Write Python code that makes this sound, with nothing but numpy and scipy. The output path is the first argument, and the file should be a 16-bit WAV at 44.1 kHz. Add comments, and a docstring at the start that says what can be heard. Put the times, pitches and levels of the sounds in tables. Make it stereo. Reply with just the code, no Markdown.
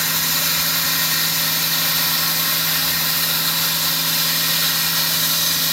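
"""Sandblasting over two engines

A jet of air and sand roars and hisses against a timber wall: noise excites broad resonances in seven bands.
Their level surges with the sand feed, grains tick on the boards, and delayed copies comb the jet
as the nozzle moves. Behind it two engines, probably those of an air compressor and a boom lift,
drone as sums of shaft harmonics over pulsing low noise."""
import sys
import numpy as np
from scipy import signal
from scipy.fft import rfft, irfft, next_fast_len
from scipy.io import wavfile
from scipy.ndimage import map_coordinates

SR = 44100
rng = np.random.default_rng(int(sys.argv[2]) if len(sys.argv) > 2 else 0)


def wrap_up_sound(samples):
    """Save the sound to the file named by the first command line argument, as 16-bit audio."""
    columns = np.atleast_2d(samples).T
    # keep every value between -1 and 1, then stretch to whole-number steps
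    tamed = np.clip(columns, -1, 1)
    steps = np.round(tamed * 32767).astype(np.int16)
    wavfile.write(sys.argv[1], SR, steps)


N = 252252

# Resonances of the jet's seven bands, lowest to highest.
# Each row: centre in Hz, width in Hz, relative left level in dB, relative right level in dB.
BODY = [(576, 162, -11.5, -10.5)]
ROAR = [(755, 88, -7, -6.5), (1003, 220, -4.5, -3.5)]
RUSH = [(1403, 360, -3.5, -2.5), (1673, 120, -3.5, -4.5)]
HOWL = [(1890, 230, -3, -7), (2107, 146, -1.5, -9.5), (2415, 300, -5.5, -6), (2660, 160, -5.5, -6.5),
        (2860, 246, -7, -2)]
HISS = [(3150, 310, -7, -1.9), (3743, 520, 0, 0.17), (4005, 66, -1, 1), (4265, 400, -2.5, 0.49),
        (4925, 610, -3.5, 1.3), (5404, 220, -1.5, 0.24)]
EDGE = [(5790, 250, -1, -7), (6270, 550, 0, -3), (7260, 1350, -5.5, -1.5), (8500, 890, -5, -7),
        (9690, 1500, -3, -5.5)]
FIZZ = [(11730, 1500, -17, -10), (12940, 1620, -0.5, -20), (14600, 1900, -6, -14)]
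# Drift of the jet's colour, ahead of a fixed trim for each band.
# Each row: time in seconds, then the roar, rush, howl, hiss, edge and fizz levels in dB.
JET_LEVELS = [(0.0, -35.4, -32.1, -29.9, -23.6, -23.6, -21.6),
              (0.15, -35.5, -33.1, -30.4, -22.9, -23.2, -20.0),
              (0.45, -33.4, -33.0, -29.8, -22.1, -23.3, -20.6),
              (0.8, -34.7, -31.8, -29.2, -21.7, -23.9, -20.2),
              (1.15, -35.1, -33.5, -29.5, -21.9, -23.6, -20.6),
              (1.5, -34.5, -33.3, -29.6, -21.6, -23.9, -20.4),
              (2.1, -33.1, -33.1, -29.6, -21.0, -24.8, -19.7),
              (2.45, -33.9, -32.9, -30.2, -22.2, -24.4, -19.8),
              (2.75, -35.0, -32.9, -29.7, -21.8, -24.8, -20.2),
              (3.2, -35.1, -33.5, -30.4, -22.6, -24.8, -20.2),
              (3.7, -34.9, -32.9, -30.8, -21.9, -24.5, -20.8),
              (4.2, -34.6, -33.0, -30.4, -20.8, -24.2, -21.0),
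              (4.6, -35.3, -33.3, -30.1, -20.8, -24.0, -21.0),
              (4.95, -34.9, -32.7, -30.5, -21.6, -24.1, -21.3),
              (5.27, -36.4, -33.4, -31.0, -20.7, -23.4, -19.8),
              (5.5, -36.8, -35.2, -31.9, -20.7, -23.8, -20.6),
              (5.72, -36.5, -34.6, -30.5, -21.0, -25.5, -20.6)]
# Arrival of the jet at the two microphone ports.
# Each row: frequency in Hz, direct share of the power from 0 to 1, left lead in radians.
PORTS = [(400, .68, .3), (560, .86, 0), (750, .82, .05), (1000, .94, .1), (1400, .87, .3), (1650, .72, .2),
         (1850, .88, .15), (2200, .25, -.1), (2420, .88, -.1), (2750, .3, 0), (3150, .58, 1.7),
         (3480, .7, 1.1), (3950, .9, .55), (4750, .6, .9), (5300, .65, 1.7), (5800, .45, 1.9),
         (6400, .3, .9), (7000, .2, .8), (8100, .55, 2.6), (9700, .52, 2.0), (10400, .08, 2),
         (12500, .29, 2.2), (14200, .2, 1.9), (14700, .05, 1)]
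# Close reflections of the jet. Each row: left lag in ms, right lag in ms,
# relative left gain, relative right gain, share of the sway (a ratio).
ECHOES = [(1.324, 1.43, -0.107, -0.083, -0.657), (2.08, 2.042, 0.152, 0.112, -0.04),
          (2.358, 2.491, -0.076, -0.085, 0.157), (3.488, 3.613, -0.109, -0.069, 0.711),
          (3.769, 3.757, 0.247, 0.195, 1.0), (3.846, 3.901, -0.167, -0.083, 0.699),
          (4.058, 4.085, -0.13, -0.132, 0.789), (4.58, 4.58, -.04, -.05, .3), (4.943, 4.943, .035, .05, .3),
          (5.624, 5.624, -.01, -.045, .3), (7.982, 7.982, -.03, -.02, 1.0)]
# Sway of the reflections as the nozzle moves. Each row: time in seconds, added lag in ms for a share of 1.
SWAY = [(0, 0), (1.5, .033), (3, .034), (4.5, -.017), (5.72, -.075)]
# Drifting hollows and bright bands of the spray. Each row: time in seconds, centre in Hz, level in dB.
LOW_HOLLOW = [(0, 2950, -5), (1, 2880, -5.5), (2.2, 2850, -4.5), (3.5, 3050, -2), (4.7, 2730, -1.5),
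              (5.4, 2720, -4), (5.72, 2680, -5)]
MID_HOLLOW = [(0, 2230, 1), (3.6, 2230, -3), (4.5, 2160, -0.5), (5.1, 2120, -6), (5.72, 2100, 0)]
WHISTLE = [(0, 1880, -0.5), (0.6, 1880, -0.5), (1.05, 1860, 1.4), (1.9, 1845, 2.2), (2.35, 1855, 0.2),
           (2.9, 1850, 1.6), (3.4, 1860, -1.4), (4.1, 1870, -1.8), (4.7, 1910, 1.3), (5.2, 1920, 1.3),
           (5.72, 1920, 0.3)]
HIGH_HOLLOW = [(0, 7950, -5), (1, 8050, -5), (2.2, 8000, -0.5), (3.5, 8429, -2), (4.7, 8485, 0.5),
               (5.4, 8408, -0.5), (5.72, 8300, 4)]
SIZZLE = [(0, 11200, -1.2), (2.5, 11200, -0.3), (4.5, 11300, 0.2), (5.72, 11200, 2)]
SHEEN = [(0, 7100, 5), (1, 7065, 3), (2.2, 6540, -0.7), (3.5, 6240, -2.5), (4.7, 6040, -0.5),
         (5.4, 6000, 3.5), (5.72, 5860, 3)]
# Shaft orders of each engine.
# Each row: multiple of the shaft rate, left rms level in dB, right rms level in dB, left lead in radians.
COMPRESSOR_ORDERS = [(2, -52, -50, 1.4), (3.5, -52, -53, 0.58), (4, -34.5, -35.5, 0.16),
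                     (4.5, -70, -56, 0.0), (5, -58, -61, 0.048), (6, -54, -48.5, 1.4),
                     (7.5, -62, -71, 0.0038), (8, -50.5, -50.5, 1.13), (12, -56, -63, 1.1)]
LIFT_ORDERS = [(2, -57.5, -59.5, .2), (2.24, -58.5, -59.5, 0), (3, -59.5, -60.5, -.1),
               (4.5, -59.5, -55.5, .2), (8, -42.2, -43, .45), (19, -57.5, -57.5, .1)]
# Spectrum of exhaust and fan noise. Each row: frequency in Hz, relative density in dB per Hz.
RUMBLE = [(20, -20), (38, -28), (55, -20), (72, -4), (100, -1), (140, 1.5), (190, -2), (235, 3), (300, 0),
          (390, -15), (490, -3.5), (600, -12), (720, -8), (1500, -51)]
# Narrow dips and slight lifts of the camera's housing.
# Each row: centre in Hz, width in Hz, left level in dB, right level in dB.
SHADOWS = [(8700, 220, 0.5, -2.5), (10300, 420, 1.5, -2.5), (10530, 360, -3, -0.5)]

# Sand feed: weights in dB of two random curves, ahead of each band's share, and their knots per second
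SURGE_DB, SURGE_RATE = 0.25, 17
CLUMP_DB, CLUMP_RATE = 0.68, 34
# Sand grains: ticks per second at each port, rms level in dB before the surge, spread of sizes in dB
GRIT_RATE, GRIT_DB, GRIT_SPREAD_DB = 990, -34, 3.3
ECHO_GAIN = 1.25  # common factor on all reflections
COMPRESSOR_HZ, LIFT_HZ = 40.87, 33.24  # mean shaft rates, turns per second
TOP_HZ = 15820  # upper band limit


def sandblaster():
    """Turbulent jet noise is a sum of resonant bands; one fluctuating sand feed modulates them all."""
    roar_db, rush_db, howl_db, hiss_db, edge_db, fizz_db = curves(JET_LEVELS)
    surge_db = SURGE_DB * wobble(SURGE_RATE) + CLUMP_DB * wobble(CLUMP_RATE)
    # each band: drift + trim + its share of the surge, some with a flutter of their own
    body = amp(-42.5 + 0.5 * surge_db) * turbulence(BODY)  # no drift in the lowest band
    roar = amp(roar_db - 2.5 + 0.53 * surge_db) * turbulence(ROAR)
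    rush = amp(rush_db + 0.87 + 0.58 * surge_db) * turbulence(RUSH)
    howl = amp(howl_db + 0.68 + 0.97 * surge_db + 0.27 * wobble(17.0)) * turbulence(HOWL)
    hiss = amp(hiss_db - 0.5 + 0.65 * surge_db) * turbulence(HISS)
    edge = amp(edge_db - 0.2 + 0.6 * surge_db + 0.59 * wobble(50)) * turbulence(EDGE)
    fizz = amp(fizz_db - 0.36 + 0.58 * surge_db + 0.35 * wobble(55)) * turbulence(FIZZ)
    jet = body + roar + rush + howl + hiss + edge + fizz

    spray = reflected(jet, dull_hz=16000)
    spray = spray + amp(GRIT_DB + surge_db) * grit()
    spray = swirled(spray, depth_db=0.85, width_hz=301, rate=18)  # quick eddies
    spray = swirled(spray, depth_db=1.53, width_hz=48, rate=2.2)  # narrow, lingering streaks
    spray = aimed(spray, LOW_HOLLOW, width_hz=205)
    spray = aimed(spray, MID_HOLLOW, width_hz=86)
    spray = aimed(spray, WHISTLE, width_hz=67)
    spray = aimed(spray, HIGH_HOLLOW, width_hz=580)
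    spray = aimed(spray, SIZZLE, width_hz=800)
    return aimed(spray, SHEEN, width_hz=330)


def turbulence(modes):
    """Broadband noise excites resonances; the coherent direct part and scattered parts add in power; rms 1."""
    m = next_fast_len(N + 8192)
    hz = np.fft.rfftfreq(m, 1 / SR)
    colour = resonances(modes, hz)
    share, lead = along(PORTS, hz)
    share = np.clip(share, 0, 1)
    noise = rfft(rng.standard_normal((3, m)))
    direct = np.sqrt(share) * noise[0] * np.exp(.5j * np.array([lead, -lead]))
    scattered = np.sqrt(1 - share) * noise[1:]  # independent at each port
    pair = irfft(colour * (direct + scattered), m)[:, :N]
    return pair / np.std(pair)


def resonances(modes, hz):
    """Resonances driven by noise add in power: the gain at each port is the root of the summed squares."""
    power = 0
    for centre, width, left, right in modes:
        peak = amp([[left], [right]]) / (1 + 2 * ((hz - centre) / width) ** 2)
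        power = power + peak ** 2
    return np.sqrt(power)


def grit():
    """Impacts of single grains are short damped oscillations at random instants, coloured by FIZZ; rms 1."""
    t = np.arange(24) / SR
    out = np.zeros((2, N + len(t)))
    for port in range(2):
        when, size, pitch = rng.random((int(GRIT_RATE * N / SR), 3)).T
        size_db = -GRIT_SPREAD_DB * np.log(1 - .99 * size)  # many small grains, few large
        cycles = (6000 + 9000 * pitch[:, None]) * t  # 6 to 15 kHz
        ticks = amp(size_db)[:, None] * np.sin(2 * np.pi * cycles) * np.exp(-cycles)
        places = (when * N).astype(int)[:, None] + np.arange(len(t))
        out[port] = np.bincount(places.ravel(), ticks.ravel(), N + len(t))
    out = filtered(out, lambda hz: resonances(FIZZ, hz))
    return out / np.std(out)


def reflected(x, dull_hz):
    """Interference with dulled copies a few ms late forms a comb, which slides as the lags change."""
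    sway_ms, = curves(SWAY)
    dull = filtered(x, lambda hz: 1 / (1 + (hz / dull_hz) ** 2) ** 2)
    out = x.copy()
    for *lags_ms, left_gain, right_gain, sway_share in ECHOES:
        for port, gain in enumerate((left_gain, right_gain)):
            when = np.arange(N) - (lags_ms[port] + sway_share * sway_ms) * SR / 1000
            out[port] += ECHO_GAIN * gain * map_coordinates(dull[port], [when], order=3)
    return out


def swirled(x, depth_db, width_hz, rate):
    """A random gain field over frequency and time makes patches of the spectrum swell and fade."""
    hz, t, z = signal.stft(x, SR, nperseg=1024)
    knots = rng.standard_normal((256, 256))
    places = np.meshgrid(hz / width_hz, t * rate, indexing="ij")
    field = map_coordinates(knots, places, mode="mirror")
    calm = 1 / (1 + hz[:, None] / 12000)  # the highest hiss stays smoother
    return signal.istft(z * amp(depth_db * calm * field), nperseg=1024)[1][:, :N]


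def aimed(x, track, width_hz):
    """A moving bell-shaped gain hollows or brightens one band of the spray as the nozzle is aimed."""
    hz, t, z = signal.stft(x, SR, nperseg=1024)
    s, centre, level_db = np.transpose(track)
    band = np.exp(-((hz[:, None] - np.interp(t, s, centre)) / width_hz) ** 2)
    return signal.istft(z * amp(band * np.interp(t, s, level_db)), nperseg=1024)[1][:, :N]


def engines():
    """Periodic machinery radiates shaft harmonics; its low noise is modulated twice a compressor turn."""
    turns = shaft(COMPRESSOR_HZ, wander_hz=0.036, rate=4.8)
    lift_turns = shaft(LIFT_HZ, wander_hz=0.045, rate=2.75)
    puffs = 1 + 0.29 * np.cos(2 * np.pi * 2 * turns)
    ports = [(60, .4, 0), (300, 0.44, 0.53)]  # Hz, likeness of the ports 0-1, left lead in radians
    rumble = puffs * stereo_noise(lambda hz: amp(along(RUMBLE, hz)[0]), ports)
    compressor = drone(turns, COMPRESSOR_ORDERS, waver_db=0.5)
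    lift = drone(lift_turns, LIFT_ORDERS, waver_db=0.9)
    return compressor + lift + amp(-41.5) * rumble * amp([[.6], [-.6]])  # rumble slightly to the left


def shaft(speed_hz, wander_hz, rate):
    """Phase is the integral of rate: turns made by a shaft whose speed wanders slightly about its mean."""
    return np.cumsum(speed_hz + wander_hz * wobble(rate)) / SR


def drone(turns, orders, waver_db):
    """Tones locked to a shaft sit at multiples of its rate; the weaker ones waver more in level."""
    loudest = max(row[1] for row in orders)
    out = np.zeros((2, N))
    for multiple, left, right, lead in orders:
        phase = 2 * np.pi * (multiple * turns + rng.random())
        waver = waver_db * np.sqrt(1 + loudest - left) * wobble(7)
        tone = np.array([amp(left) * np.sin(phase + lead), amp(right) * np.sin(phase)])
        out += np.sqrt(2) * amp(waver) * tone
    return out


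def stereo_noise(colour, ports):
    """Sum and difference of two independent noises give partly coherent, phase-shifted ports; rms 1."""
    m = next_fast_len(N + 8192)
    hz = np.fft.rfftfreq(m, 1 / SR)
    alike, lead = along(ports, hz)
    turn = np.arccos(np.clip(alike, 0, 1)) / 2
    shared, apart = rfft(rng.standard_normal((2, m))) * [np.cos(turn), np.sin(turn)]
    pair = np.array([shared + apart, shared - apart]) * np.exp(.5j * np.array([lead, -lead]))
    pair = irfft(pair * colour(hz), m)[:, :N]
    return pair / np.std(pair)


def shadowed(hz):
    """Diffraction by the camera's housing is a sum, in dB, of narrow bell-shaped gains at each port."""
    level_db = 0
    for centre, width, left, right in SHADOWS:
        level_db = level_db + np.array([[left], [right]]) * np.exp(-((hz - centre) / width) ** 2)
    return amp(level_db)


def amp(db):
    """An amplitude ratio is ten to the power of a twentieth of its decibels."""
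    return 10 ** (np.asarray(db) / 20)


def along(points, hz):
    """Spectral columns of (Hz, ..) points are interpolated on a logarithmic frequency axis."""
    f, *cols = np.transpose(points)
    return [np.interp(np.log(hz + 1), np.log(f + 1), c) for c in cols]


def curves(rows):
    """Columns of (seconds, ..) rows are interpolated linearly to one value per sample."""
    s, *cols = np.transpose(rows)
    return [np.interp(np.arange(N) / SR, s, c) for c in cols]


def wobble(rate):
    """Smooth interpolation of random knots, rate of them a second, gives a slow random curve."""
    knots = rng.standard_normal(int(N * rate / SR) + 4)
    return map_coordinates(knots, [np.arange(N) * rate / SR])


def filtered(x, response):
    """Linear filtering multiplies the spectrum by a response of frequency."""
    m = next_fast_len(N + 8192)
    return irfft(rfft(x, m) * response(np.fft.rfftfreq(m, 1 / SR)), m)[..., :N]


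def scene():
    """Sound pressures superpose: the jet over the engines."""
    return sandblaster() + engines()


def record(dry):
    """The camera acts as a linear filter: housing dips, a bass roll-off at 42 Hz and a sharp upper limit."""
    def response(hz):
        bass_cut = hz ** 2 / np.hypot(hz ** 2, 42 ** 2)
        return shadowed(hz) * (hz < TOP_HZ) * bass_cut
    return filtered(dry, response)


dry = scene()
out = record(dry)
wrap_up_sound(out)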